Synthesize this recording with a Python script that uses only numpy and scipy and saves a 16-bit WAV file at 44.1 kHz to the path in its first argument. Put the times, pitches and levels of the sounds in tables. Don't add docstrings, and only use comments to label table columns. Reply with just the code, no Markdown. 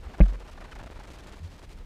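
import sys
import numpy as np
from scipy import signal
from scipy.fft import rfft, irfft
from scipy.io import wavfile

SR = 44100
rng = np.random.default_rng(int(sys.argv[2]) if len(sys.argv) > 2 else 0)


def unload_audio(sound):
    columns = np.transpose(np.atleast_2d(sound))
    steps = np.round(np.clip(columns, -1, 1) * 32767)
    wavfile.write(sys.argv[1], SR, steps.astype(np.int16))


N = 81585

# start in seconds, length in seconds, rough pulse rate in Hz,
# relative buzz level in dB, relative fizz level in dB.
SPUTTERS = [(0.039, 0.032, 262.2, -1.5, -2.5), (0.139, 0.015, 875, 0.5, -1), (0.185, 0.015, 424.5, 3.5, 1),
            (0.235, 0.0068, 497, 1.5, 5), (0.258, .011, 705, -1, 3), (.286, .022, 326, -1.5, 2.5),
            (.337, 0.022, 457, -0.5, 1), (0.404, 0.025, 403.7, -1.5, 0.5), (0.45, 0.018, 463, -8, -5),
            (0.482, 0.02, 600, -4.5, 0), (0.517, 0.023, 1304, -10, 0.5), (.576, 0.012, 654, -1, -5),
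            (0.612, 0.016, 680, 1, 1), (0.646, 0.014, 929, 0, 0), (0.679, 0.02, 805, -7.5, -8),
            (.719, 0.015, 1446, 0.5, 4), (0.758, 0.012, 810, 0, 2.5), (0.793, 0.013, 779, 1.5, 3.5),
            (0.813, 0.0054, 870, 1, -7), (.837, 0.0086, 657, -1, 2), (0.867, 0.012, 649, 0, 2),
            (0.913, 0.022, 406, -2.5, 0), (0.959, 0.0227, 373.6, -1.5, -1), (1, .015, 837, -1.5, 1.5),
            (1.04, 0.016, 363, -1, 3), (1.079, 0.015, 428, -2, 2.5), (1.108, 0.018, 500, -10, 2.5),
            (1.14, 0.025, 396, -5.5, 3.5), (1.191, 0.018, 402, -8, 4), (1.241, 0.0068, 393, -8, 1),
            (1.275, 0.022, 301, -1, 4.5), (1.328, 0.019, 334, -1.5, 3.5), (1.363, 0.0344, 387.4, -8.5, -2),
            (1.436, .045, 400, -13, -2.5), (1.508, 0.061, 410, -21, -3.5), (1.586, 0.014, 398, -7.5, 2),
            (1.631, 0.022, 397, -7.5, 1), (1.698, 0.039, 386, -12, 0), (1.778, 0.013, 405, -9, -2.5)]
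EDGE_HZ = 3000


def undb(db):
    return 10 ** (np.asarray(db) / 20)


def clock():
    return np.arange(N) / SR


def curve(rows):
    return undb(np.interp(clock(), *np.array(rows).T))


def colour(sound, points):
    hz, db = np.array(points).T
    freqs = np.maximum(np.fft.rfftfreq(N, 1 / SR), 1)
    gain = undb(np.interp(np.log(freqs), np.log(hz), db))
    shaped = irfft(rfft(sound) * gain, N)
    return shaped / shaped.std()


def band(hz, width):
    freqs = np.fft.fftfreq(N, 1 / SR)
    shape = np.exp(-((freqs - hz) / width) ** 2)
    noise = np.fft.ifft(np.fft.fft(rng.standard_normal(N)) * shape)
    even = np.exp(1j * np.angle(noise))
    narrow = np.fft.ifft(np.fft.fft(even) * shape ** .5).real
    return narrow / narrow.std()


def soften(sound, hz):
    return signal.sosfilt(signal.butter(2, hz, fs=SR, output="sos"), sound)


def gate(start, length, fade):
    t = clock()
    return np.clip(np.minimum(t - start, start + length - t) / fade + .5, 0, 1)


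def wind():
    # middle in seconds, width in seconds, pitch in Hz, level in dB.
    gust_rows = [(.075, 0.012, 55, -34), (0.744, .016, 55.7, -41), (0.964, 0.011, 47.6, -37),
                 (1.443, 0.037, 86, -37.5), (1.43, 0.038, 162.9, -51), (1.56, 0.026, 188.7, -53.5)]
    # frequency in Hz, relative level in dB.
    tone = [(15, -21), (30, 2), (45, -2), (65, -2.5), (100, -13.5), (200, -21), (400, -47), (1000, -61)]
    # time in seconds, level in dB.
    levels = [(0, -45.5), (.55, -47), (.85, -43.5), (1.0, -47), (1.3, -46), (1.5, -45.5), (1.85, -43.5)]
    t = clock()
    gusts = sum(undb(db) * np.exp(-((t - at) / width) ** 2) * band(hz, width=12.5)
                for at, width, hz, db in gust_rows)
    return curve(levels) * colour(rng.standard_normal(N), tone) + gusts


def water():
    # frequency in Hz, relative level in dB.
    tone = [(60, -3), (200, 0.5), (450, -2.5), (1000, -9), (2000, -14.5), (4000, -22), (8000, -35),
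            (15000, -47)]
    # time in seconds, level in dB.
    levels = [(0, -53), (.8, -54.5), (1.3, -53.5), (1.85, -56)]
    wander = signal.resample(rng.standard_normal(70), N)
    waver_db = 2 * wander / wander.std()
    return curve(levels) * undb(waver_db) * colour(rng.standard_normal(N), tone)


def whine():
    hz, average_db = 14626, -87
    return undb(average_db) * np.sqrt(2) * np.sin(2 * np.pi * hz * clock())


def fizzes():
    # frequency in Hz, relative level in dB.
    tone = [(200, -13), (700, -5), (2000, 1.5), (4500, -2), (8000, -8.5), (12000, -17), (15000, -25.5)]
    # time in seconds, level in dB.
    rest_levels = [(0, -65.5), (.8, -67), (1.3, -64), (1.5, -65.5), (1.85, -67)]
    lead_s, fade_s, base_db, grains_per_s = .006, 0.0019, -58, 3200
    swell = 0
    for at, length, _, buzz_db, fizz_db in SPUTTERS:
        dip_depth = np.clip(0.36 * undb(buzz_db), 0, 1)
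        dip = 1 - dip_depth * gate(at, 2 * length, fade_s)
        swell += undb(fizz_db) * dip * gate(at - lead_s, length + lead_s, fade_s)
    grains = np.tanh(2 * rng.standard_normal(N)) * (rng.random(N) < grains_per_s / SR)
    volume = np.hypot(undb(base_db) * swell, curve(rest_levels))
    return volume * colour(grains, tone)


def ticks():
    # time in seconds, relative level in dB.
    tick_rows = [(0.0334, -3), (.174, -2), (0.326, -0.5), (0.3902, -5), (0.6051, -1), (0.642, -2),
                 (.7835, -1), (0.8106, 2), (.829, 4.5), (0.861, -1), (0.902, 4.5), (.992, 3.5), (1.033, -2),
                 (1.1035, 1), (1.1393, -4.5), (1.179, -0.5), (1.228, -2), (1.264, 2), (1.3171, -1),
                 (1.619, -2.5)]
    base_db, decay_s = -35, 0.0014
    drops = np.zeros(N)
    for at, db in tick_rows:
        drops[int(at * SR)] = -undb(base_db + db)
    pressure = signal.lfilter([1], [1, -np.exp(-1 / (decay_s * SR))], drops)
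    return soften(pressure, EDGE_HZ)


def buzzes():
    base_db, pulse_s, scatter_hz, slowing = -38, 0.00037, 90, .25
    pulses = np.zeros(N)
    for at, length, hz, buzz_db, _ in SPUTTERS:
        gap_jitter, width_jitter = rng.standard_normal(size=(64, 2)).T
        beats = np.cumsum(np.exp(scatter_hz / hz * gap_jitter)) / hz
        beats -= beats[0]
        beats *= 1 + slowing * (beats / length - 1) / 2
        for beat, jitter in zip(beats[beats < length], width_jitter):
            width_s = min(pulse_s, 0.24 / hz) * np.exp(0.39 * jitter)
            first = int((at + beat) * SR)
            pulses[first:first + int(width_s * SR)] += undb(base_db + buzz_db)
    deep_bass = soften(pulses, hz=40)
    return soften(pulses - deep_bass, EDGE_HZ)


def knock():
    # middle in seconds, length in seconds, strength in dB,
    # direction as 1 or -1.
    pushes = [(0.2038, .0003, -23, -1), (.204, .0019, 0, -1), (0.2079, 0.0054, 6, 1)]
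    # pitch in Hz, relative level in dB, seconds to fade by 60 dB.
    notes = [(45, -11.5, 0.35), (52.6, -14, 0.17), (167, -35.5, 0.17), (194, -13.5, .1), (321, -17, 0.06),
             (388, -28, 0.083), (561, -18, 0.03), (592, -17.5, 0.059), (660, -17.5, 0.053),
             (843, -13, 0.042), (1152, -14, 0.059), (1570, -14.5, 0.073), (1630, -15.5, 0.095),
             (2590, -21.5, 0.081)]
    t, force = clock(), 0
    for at, length, db, direction in pushes:
        push = np.cos(np.pi * np.clip((t - at) / length, -.5, .5)) ** 2
        force += direction * undb(db) * push / push.sum()
    ring = sum(undb(db) * np.sin(2 * np.pi * hz * t) * np.exp(-np.log(1000) * t / fade_s)
               for hz, db, fade_s in notes)
    thud = signal.fftconvolve(force, ring)[:N]
    low_cut = signal.butter(2, 21.5, "high", fs=SR, output="sos")
    return signal.sosfilt(low_cut, thud)


def rattle():
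    # start in seconds, length in seconds, pitch in Hz, pitch spread in Hz, level in dB.
    bursts = [(0.2049, .006, 1630, 1370, -36), (0.2065, 0.0025, 4000, 1530, -51.5),
              (0.2117, 0.0024, 2320, 260, -29.5)]
    return sum(undb(db) * gate(at, length, fade=0.0019) * band(hz, width)
               for at, length, hz, width, db in bursts)


def scene():
    return (knock() + rattle() + wind() + buzzes() + fizzes() + ticks() + water() + whine())[None]


def record(dry):
    top_hz = 15200
    return signal.sosfilt(signal.ellip(8, .2, 70, top_hz, fs=SR, output="sos"), dry)


dry = scene()
out = record(dry)
unload_audio(out)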